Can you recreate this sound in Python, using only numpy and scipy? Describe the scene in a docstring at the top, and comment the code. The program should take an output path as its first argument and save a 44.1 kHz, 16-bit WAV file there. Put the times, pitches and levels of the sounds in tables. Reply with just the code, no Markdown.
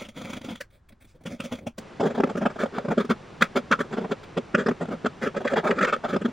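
"""Close to a phone in a quiet workshop, a coping saw works the end of a wooden moulding, in a time-lapse,
sped up with its pitch kept, so that the strokes follow one another very quickly. An offcut snaps off, fingers
brush the wood in a pause, and the saw bites again. Then a switch clicks, a fan starts to blow and a file takes
over. Each bite is a short swell of rough noise that shakes the board's resonances; rubs and clicks are such
swells too. Room and fan are steady noise, shaped by pitch."""
import sys
import numpy as np
from scipy.fft import rfft, irfft, next_fast_len
from scipy.io import wavfile
from scipy.ndimage import uniform_filter1d

SR = 44100
rng = np.random.default_rng(int(sys.argv[2]) if len(sys.argv) > 2 else 0)


def bounce(signal):
    """Save signal as a 16-bit WAV file at the path given by the first command-line argument."""
    frames = np.transpose(np.atleast_2d(signal))
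    limited = np.clip(frames, -1, 1)
    pcm = np.round(limited * 32767).astype(np.int16)
    wavfile.write(sys.argv[1], SR, pcm)


N = 278712


def amp(db):
    """Turns decibels into gain."""
    return 10 ** (np.asarray(db) / 20)


def unit(x):
    """Scales each row to an rms of 1."""
    return x / np.sqrt(np.mean(x ** 2, axis=-1, keepdims=True) + 1e-20)


def along(points, hz):
    """Reads a curve of (frequency [Hz], value) points on a log frequency axis."""
    f, v = np.transpose(points)
    return np.interp(np.log(hz + 1), np.log(f + 1), v)


def level(rows):
    """Gain per sample of a (time [s], level [dB]) curve, practically silent outside it."""
    s, db = np.transpose(rows)
    return amp(np.interp(np.arange(N) / SR, s, db, left=-150, right=-150))


def filtered(x, response):
    """Filters x by a complex response of frequency."""
    n = x.shape[-1]
    padded = next_fast_len(n + 8192)
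    spectrum = rfft(x, padded) * response(np.fft.rfftfreq(padded, 1 / SR))
    return irfft(spectrum, padded)[..., :n]


def modes(table):
    """Response of ringing resonances (frequency [Hz], width [Hz], level [dB]), with alternating signs."""
    def response(f):
        total = 0
        for k, (centre, width, db) in enumerate(table):
            resonance = 1j * f * width / (centre * centre - f * f + 1j * f * width)
            total = total + (-1) ** k * amp(db) * resonance
        return total
    return response


def confined(table):
    """A group of modes radiates poorly well below its lowest and above its highest member."""
    low, high = table[0][0] / 2, table[-1][0] * 2
    return lambda f: (1j * f / (low + 1j * f) * high / (high + 1j * f)) ** 2


def grit(shape, spread_db):
    """Noise whose samples differ widely in size, as when fibres tear."""
    draw = rng.random(shape + (2,))
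    size = amp(-max(spread_db, 0) * np.log(draw[..., 1] + 1e-4))
    return (draw[..., 0] - .5) * size


RELEASE = 1.35  # a catch lets go this much faster than it would relax by itself


def bursts(times, swell, parts, spread_db, skirt_db):
    """Rough swells set groups of modes ringing; each group's loudest moment gets the peak level asked for.

    parts: (modes, peak [dB], build-up [s], lean to higher modes [dB per octave], extra rub [dB])
    """
    t = np.arange(SR // 5) / SR
    width = np.clip(swell, .001, .025)[:, None]
    since = t - .08  # time from the peak of the swell

    def swelling(u):
        """Starts at u = -1, peaks at 0 and dies away."""
        return np.clip(1 + u, 0, None) ** 3 * np.exp(-3 * u)

    tearing = grit((len(times), len(t)), spread_db)
    catch = swelling(since * np.where(since > 0, RELEASE, 1) / (1.98 * width)) * tearing
    # a light rub leads into and out of each catch
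    rub = amp(skirt_db) * swelling((since - .0056) / 0.024) * tearing
    out = np.zeros(N + SR)
    for table, db, build_s, lean, rub_db in parts:
        # each contact point favours different modes
        favour = amp(3.46 * rng.standard_normal((len(times), len(table))))
        octaves = np.log2([m[0] for m in table])
        favour = favour * amp(np.outer(lean, octaves - octaves.mean()))

        def response(f):
            each = np.array([(-1) ** k * modes([m])(f) for k, m in enumerate(table)])
            return confined(table)(f) * (favour @ each)

        ring = filtered(catch + amp(rub_db) * rub, response)
        # loudness over about 6 ms
        loudest = np.sqrt(uniform_filter1d(ring ** 2, size=260).max(axis=1))
        sound = ring * (amp(db) / loudest)[:, None]
        at = np.round((times - build_s) * SR).astype(int)[:, None] + np.arange(len(t))
        # half a second of spare room lets bursts begin before time zero
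        at = at + SR // 2 - round(.08 * SR)
        out += np.bincount(at.ravel(), sound.ravel(), 2 * SR + N)[SR // 2:][:N + SR]
    return out[:N]


# How alike diffuse sound is on the left and right: (frequency [Hz], likeness [-1 to 1])
ALIKE = [(150, .99), (640, .5), (1400, .8), (2200, 1), (5800, 1), (8500, -.3), (10500, -1)]


def diffuse(x):
    """Mixes two unrelated signals into a stereo pair that is more or less alike at each frequency."""
    def mid_and_side(hz):
        turn = np.arccos(np.clip(along(ALIKE, hz), -1, 1)) / 2
        return np.array([np.cos(turn), np.sin(turn)])
    mid, side = filtered(x, mid_and_side)
    return np.array([mid + side, mid - side])


def rush(spectrum):
    """Steady stereo noise at rms 1, shaped by a (frequency [Hz], density [dB per Hz]) curve."""
    noise = rng.standard_normal((2, N))
    return unit(diffuse(filtered(noise, lambda hz: amp(along(spectrum, hz)))))


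# Colour of the quiet room with a faint drone: (frequency [Hz], relative density [dB per Hz])
SHOP = [(20, 1), (90, -1.5), (320, -18.5), (355, -11), (395, -22), (1600, -26), (2200, -36), (15000, -53)]
SHOP_DB = -58


def room():
    """The room's low rumble is noise that is strongest at the bottom."""
    return amp(SHOP_DB) * rush(SHOP)


# Resonances of the moulding, low to high, all (frequency [Hz], width [Hz], relative level [dB])
BEND = [(158.7, 31, 0.5), (231.3, 52.4, 13.5)]
TWIST = [(385.5, 102, 2), (533.7, 92, 7), (609, 130, 4), (924, 460, -13)]
EDGE = [(1311, 165, 14.4), (1750, 400, 1.75)]
SCRATCH = [(2186, 380, 10), (2623, 370, 6.5), (3335, 252, 8), (5100, 325, -1.5), (6100, 3600, -10),
           (7500, 1060, -5), (9600, 6300, -23.5), (13300, 4600, -26)]
# Hiss of the thin blade's teeth: (frequency [Hz], width [Hz], relative level [dB])
BLADE = [(7600, 64000, 0)]
# Blade sliding in the cut: (time [s], level [dB])
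DRAG = [(0, -37.5), (.07, -54.5), (.135, -66), (.17, -44.5), (.38, -42), (.405, -64), (.45, -41),
        (.58, -59), (.62, -100), (1.23, -100), (1.26, -47.5), (1.385, -62), (1.41, -44.5), (1.48, -50.5),
        (1.5, -51.5), (1.53, -49.5), (1.6, -54.5), (1.62, -90)]


def drag():
    """The blade slides over the fibres and excites the whole board."""
    force = grit((N,), spread_db=3.0)
    groups = [(BEND, -4), (TWIST[1:], -4), (EDGE, -8), (SCRATCH, -5), (BLADE, -15)]
    ringing = sum(amp(db) * unit(filtered(force, modes(table))) for table, db in groups)
    return level(DRAG) * unit(ringing)


# The saw's stroke rocks the bench: (frequency [Hz], width [Hz], relative level [dB])
FRAME = [(99, 37, 0)]
# Bites of the teeth: (time [s], strength [dB], edge ring over the board [dB], swell [s], about half the rise)
BITES = [(0.023, -35.5, -12.5, 0.0054), (0.055, -46.5, -8, 0.0078), (0.092, -41.5, -11.5, 0.0048),
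         (0.178, -36, -15, 0.015), (0.218, -35.5, -14.5, 0.0041), (0.255, -34.5, -13, 0.01),
         (0.303, -35, -14.5, 0.0051), (0.336, -33.5, -9, 0.0036), (0.371, -35, -12.5, 0.0032),
         (0.417, -40, -13, 0.0018), (0.449, -36, -15, 0.0034), (0.491, -32, -17, 0.0041),
         (0.51, -32.5, -18, 0.015), (0.558, -45.5, -1.5, 0.0011), (1.267, -29.5, -15, 0.008),
         (1.322, -33.0, -20, 0.021), (1.405, -29, -8.5, 0.0028), (1.451, -32, -17, 0.011),
         (1.529, -27, -18, 0.0097), (1.556, -41, -14, 0.002), (1.59, -41.5, -14, 0.0027),
         (1.673, -26, -21.5, 0.0047), (2.01, -18.5, -16.5, 0.0066), (2.039, -18.5, -19.5, 0.0094),
         (2.067, -18, -16.5, 0.01), (2.11, -26.5, -14, 0.0086), (2.157, -29, -9.5, 0.0075),
         (2.184, -20.5, -20.5, 0.0072), (2.206, -14.5, -16, 0.0024), (2.241, -16.0, -15, 0.0024),
         (2.276, -27, -16, 0.0044), (2.303, -26.5, -10.5, 0.0085), (2.358, -23.5, -14.5, 0.0025),
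         (2.379, -23.5, -11.5, 0.0079), (2.424, -21.5, -13, 0.0098), (2.463, -15.5, -8, 0.0061),
         (2.507, -35, -6, 0.0073), (2.565, -32, -13, 0.0045), (2.614, -26, -4, 0.019),
         (2.637, -17, -14, 0.001), (2.663, -28, -11, 0.0023), (2.765, -30.5, -7, 0.034),
         (2.786, -22, -9.5, 0.0018), (2.856, -24.5, -19, 0.0065), (2.889, -22, -17.5, 0.0045),
         (2.917, -19.5, -11.5, 0.009), (2.985, -13.5, -14.5, 0.0066), (3.008, -21, -7.5, 0.0093),
         (3.052, -28, -12.5, 0.0032), (3.108, -15.5, -7, 0.0086), (3.415, -25.5, -1.5, 0.0035),
         (3.425, -18, 7, 0.0026), (3.441, -33.5, -8, 0.0024), (3.57, -16.5, -7, 0.0096),
         (3.716, -18.5, 0, 0.0016), (3.727, -23.5, 9.5, 0.0071), (3.754, -40, -3, 0.004),
         (3.795, -28.5, -2, 0.0028), (3.81, -21, -4, 0.0068), (3.85, -37, -15.5, 0.0073),
         (3.916, -35, -15.5, 0.0044), (3.936, -25.5, -10.5, 0.011), (3.982, -20, -17.5, 0.0096),
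         (4.017, -27, -21.5, 0.012), (4.051, -24, -43, 0.006), (4.101, -32, -26.5, 0.0054),
         (4.12, -20, -11, 0.0065), (4.239, -51, 1.5, 0.0053), (4.378, -19, -17, 0.0057),
         (4.551, -15.5, 1, 0.0038), (4.597, -18.5, -9.5, 0.016), (4.621, -34, -10, 0.01),
         (4.668, -18.5, -7, 0.0051), (4.69, -17, -11, 0.0056), (4.716, -20.5, -12, 0.004),
         (4.822, -23.0, -16.5, 0.011), (4.857, -33, -10, 0.0011), (4.89, -27, -16, 0.0025),
         (4.925, -25.5, -10.5, 0.015), (5.05, -20, -14, 0.0015), (5.064, -19, -3.5, 0.0042),
         (5.239, -22.0, -8.5, 0.018), (5.272, -21.5, -6.5, 0.01), (5.352, -32.5, -8.5, 0.0052),
         (5.372, -22.5, -9.5, 0.008), (5.414, -29.5, -14.5, 0.0074), (5.457, -18.5, -18, 0.0075),
         (5.48, -37, 10.5, 0.0061), (5.509, -33, -1.5, 0.01), (5.524, -23.5, -13.5, 0.0074),
         (5.539, -17.5, -13, 0.0033), (5.576, -19, -6.5, 0.013), (5.653, -20.5, -11, 0.012),
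         (5.677, -26.5, 3.5, 0.0081), (5.699, -19.5, -19.5, 0.021), (5.713, -20.5, -1.5, 0.0038),
         (5.726, -23, -23, 0.0032), (5.774, -26.5, -9, 0.015), (5.792, -33, 10, 0.0064),
         (5.814, -23.5, 3.5, 0.0038), (5.831, -17, -1.5, 0.0058), (5.851, -25, 4.5, 0.0047),
         (5.886, -26, 3, 0.013), (5.936, -22, 3, 0.0075), (5.965, -30, -6.5, 0.0011),
         (6.051, -22.5, -7, 0.0097), (6.099, -28, -4, 0.013), (6.141, -20.5, -10, 0.0094),
         (6.166, -17.5, -12.5, 0.0033), (6.221, -25.5, -13.5, 0.0055), (6.257, -17, -13, 0.0057),
         (6.291, -27.5, -23.5, 0.008)]
# The tool moves along the cut: (time [s], twist over bend [dB], lean to the higher twist modes [dB per octave],
# the same lean for edge modes [dB per octave], treble scratch gain [dB])
CONTACT = [(0, -3.5, 5, 11, 0.5), (.55, -9, 11, 8, -1.5), (1.3, -6.5, -13.5, 9, -0.5), (2, 2, 5.5, 1, 2),
           (2.4, -3, 2.5, 0, -1.5), (2.65, 3, 6.5, -8.5, -1.5), (3.1, -3.5, -16, -3, -0.5),
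           (3.45, 0, 6, 2.5, 5), (3.8, -2.5, -10.5, -7, -2.5), (4.4, -0.5, -14, -5, 8.5),
           (4.6, -1, -6.5, 10, -3), (4.95, -4, -12.5, -30, -4), (5.3, 3, 3, 20, -2), (5.6, 5, 2.5, 15, 0.7),
           (5.82, 0, 5, 22, -4), (5.86, 9, -1, -22.5, 0.5), (5.95, 11, 10, -25, -5.5),
           (6.3, -10, -5.5, 17, 2)]
FILE_S = 1.9  # bites from this time on [s] are the file's
# scratch over the board [dB]; dB gained per dB of edge ring; dB lost per dB of strength
SAW_SCRATCH_DB, SAW_FOLLOWS_EDGE, SAW_DULLS = 3, 0.85, 0.13
FILE_SCRATCH_DB, FILE_FOLLOWS_EDGE, FILE_DULLS = -9, 0.9, 0.18
FIRM_DB = -25  # strength of an ordinary bite
RING_DARKENS = 0.28  # the file's scratch loses this many dB per octave per dB of edge ring
RUB_BRIGHT_DB = 1.5  # the rub around a catch scratches more than it shakes the board


def bites():
    """Teeth catch for a few ms and shake the board; its low resonances take longer to build up."""
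    s, strength, ring, swell = np.transpose(BITES)
    saw, rasp = s < FILE_S, s >= FILE_S
    when, *controls = np.transpose(CONTACT)
    over_db, twist_lean, edge_lean, treble_db = (np.interp(s, when, c) for c in controls)
    # bend and twist share the strength of the bite
    bend = strength - 10 * np.log10(1 + amp(over_db) ** 2)
    twist, edge = bend + over_db, strength + ring
    firm = strength - FIRM_DB
    saw_scratch = SAW_SCRATCH_DB + SAW_FOLLOWS_EDGE * ring - SAW_DULLS * firm
    file_scratch = FILE_SCRATCH_DB + FILE_FOLLOWS_EDGE * ring - FILE_DULLS * firm
    scratch = strength + treble_db + np.where(saw, saw_scratch, file_scratch)
    scratch_lean = np.where(saw, 0, -RING_DARKENS * (ring + 10))

    def board(k, twists):
        return [(BEND, bend[k], .005, 0, 0),
                (twists, twist[k], .003, twist_lean[k], 0),
                (EDGE, edge[k], .0015, edge_lean[k], 0),
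                (SCRATCH, scratch[k], 0, scratch_lean[k], RUB_BRIGHT_DB)]

    # held near the cut, the board loses its lowest twist while the saw works
    sawing = board(saw, TWIST[1:])
    sawing += [(FRAME, bend[saw] - 12, .005, 0, 0), (BLADE, scratch[saw] - 10, 0, 0, RUB_BRIGHT_DB)]
    filing = board(rasp, TWIST)
    saw_sound = bursts(s[saw], swell[saw], sawing, spread_db=3.5, skirt_db=-14.0)
    file_sound = bursts(s[rasp], swell[rasp], filing, spread_db=3, skirt_db=-22.0)
    return saw_sound + file_sound


# Rubbing resonances: (frequency [Hz], width [Hz], relative level [dB])
SKIN = [(1620, 1300, 1.5), (5460, 8200, 5.5), (10600, 69000, 3.5)]
# The offcut's own ring: (frequency [Hz], width [Hz], relative level [dB])
SNAP_RING = [(1640, 360, 15.5), (2560, 430, -1), (4260, 230, 11.5)]
# Offcut breaking off, then fan switch: (time [s], reference level [dB], thud over it [dB])
SNAP = [(0.609, -29, -7), (1.7828, -33.5, 0)]


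def snaps():
    """Hard clicks with a thud through the bench; the offcut rings far more than the switch."""
    s, db, thud = np.transpose(SNAP)
    # pairs of numbers are for the offcut and the switch
    parts = [(SNAP_RING, db + [-6, -30], 0, 0, 0),
             (SKIN, db + [-10, -5], 0, 0, 0),
             (BEND + TWIST, db + thud + 0.5, .002, 0, 0)]
    peak_s = s + 0.0031  # each swell peaks just after its listed time
    return bursts(peak_s, np.array([.005, .004]), parts, spread_db=-6.5, skirt_db=-16.5)


# Fingers and tool moving on the wood: (time [s], rub reference level [dB], thud level [dB],
# swell [s], about half the rise)
BRUSH = [(0.71, -64.5, -77, 0.0053), (0.745, -62.5, -61, 0.021), (0.893, -53, -84, 0.0038),
         (0.907, -66, -57, 0.004), (0.926, -58.5, -49.5, 0.0037), (1.02, -54, -58, 0.012),
         (1.051, -55.5, -55.5, 0.0056), (1.098, -63, -81, 0.025), (1.158, -67.5, -52, 0.0098),
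         (1.216, -66, -52, 0.0071), (1.24, -57, -52, 0.0031), (1.63, -66, -44.5, 0.019)]


def brush():
    """Faint rubs and bumps while the work is shifted; they stir the board and rock the bench."""
    s, db, thud, swell = np.transpose(BRUSH)
    parts = [(SKIN, db - 1, 0, 0, 0),
             (SCRATCH, db - 8.5, 0, 0, RUB_BRIGHT_DB),
             (BEND + TWIST[1:], thud, .003, 0, 0),
             (FRAME, thud - 4, .005, 0, 0)]
    return bursts(s, swell, parts, spread_db=2.5, skirt_db=-17)


# Colour of the fan's rush: (frequency [Hz], relative density [dB per Hz])
FAN = [(35, -45), (60, -7), (162, 4.5), (282, -2.5), (355, -0.5), (469, -3), (1010, -8), (2700, -17),
       (7000, -30.5), (10900, -38.5), (15000, -58.5)]
FAN_DB, FAN_ON_S = -45, 1.795


def fan():
    """The fan's blowing is steady noise that comes up within 4.4 ms once it is switched on."""
    running = np.clip((np.arange(N) / SR - FAN_ON_S) / 0.0044, 0, 1)
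    return amp(FAN_DB) * running * rush(FAN)


# The bench's echo, unlike at the two ports: (frequency [Hz], width [Hz], level [dB])
BENCH = [(430, 380, -18), (750, 370, -6.5), (1300, 276, -11.5), (8500, 2200, -12)]


def bench(x):
    """Echoes delayed differently at each frequency; they add at one port and subtract at the other."""
    delay_s = .012 * rng.random(300)  # one value every 80 Hz

    def scatter(f):
        delay = np.interp(f / 80, np.arange(300), delay_s)
        # delay summed over frequency gives phase
        return np.exp(-2j * np.pi * np.cumsum(delay) * f[1])

    echo = filtered(x, lambda f: scatter(f) * modes(BENCH)(f))
    return echo * np.array([[1], [-1]])


# Left port's phase lead over the right: (frequency [Hz], lead [rad])
LEAD = [(5800, -.05), (6500, -.9), (9560, -2.1), (11200, -3.05), (13600, -3.4), (15600, -4.7)]


def scene():
    """Near sounds reach the two ports with a phase gap that grows in the treble."""
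    near = drag() + bites() + snaps() + brush()
    ports = filtered(near, lambda hz: np.exp(.5j * np.outer([1, -1], along(LEAD, hz))))
    return room() + ports + bench(near) + fan()


CEILING = .85  # where the phone's input rounds off
TOP_HZ = 15830


def record(dry):
    """The phone rounds off its loudest peaks and keeps nothing above its band limit."""
    rounded = dry / (1 + np.abs(dry / CEILING) ** 4) ** .25
    return filtered(rounded, lambda hz: hz < TOP_HZ)


dry = scene()
out = record(dry)
bounce(out)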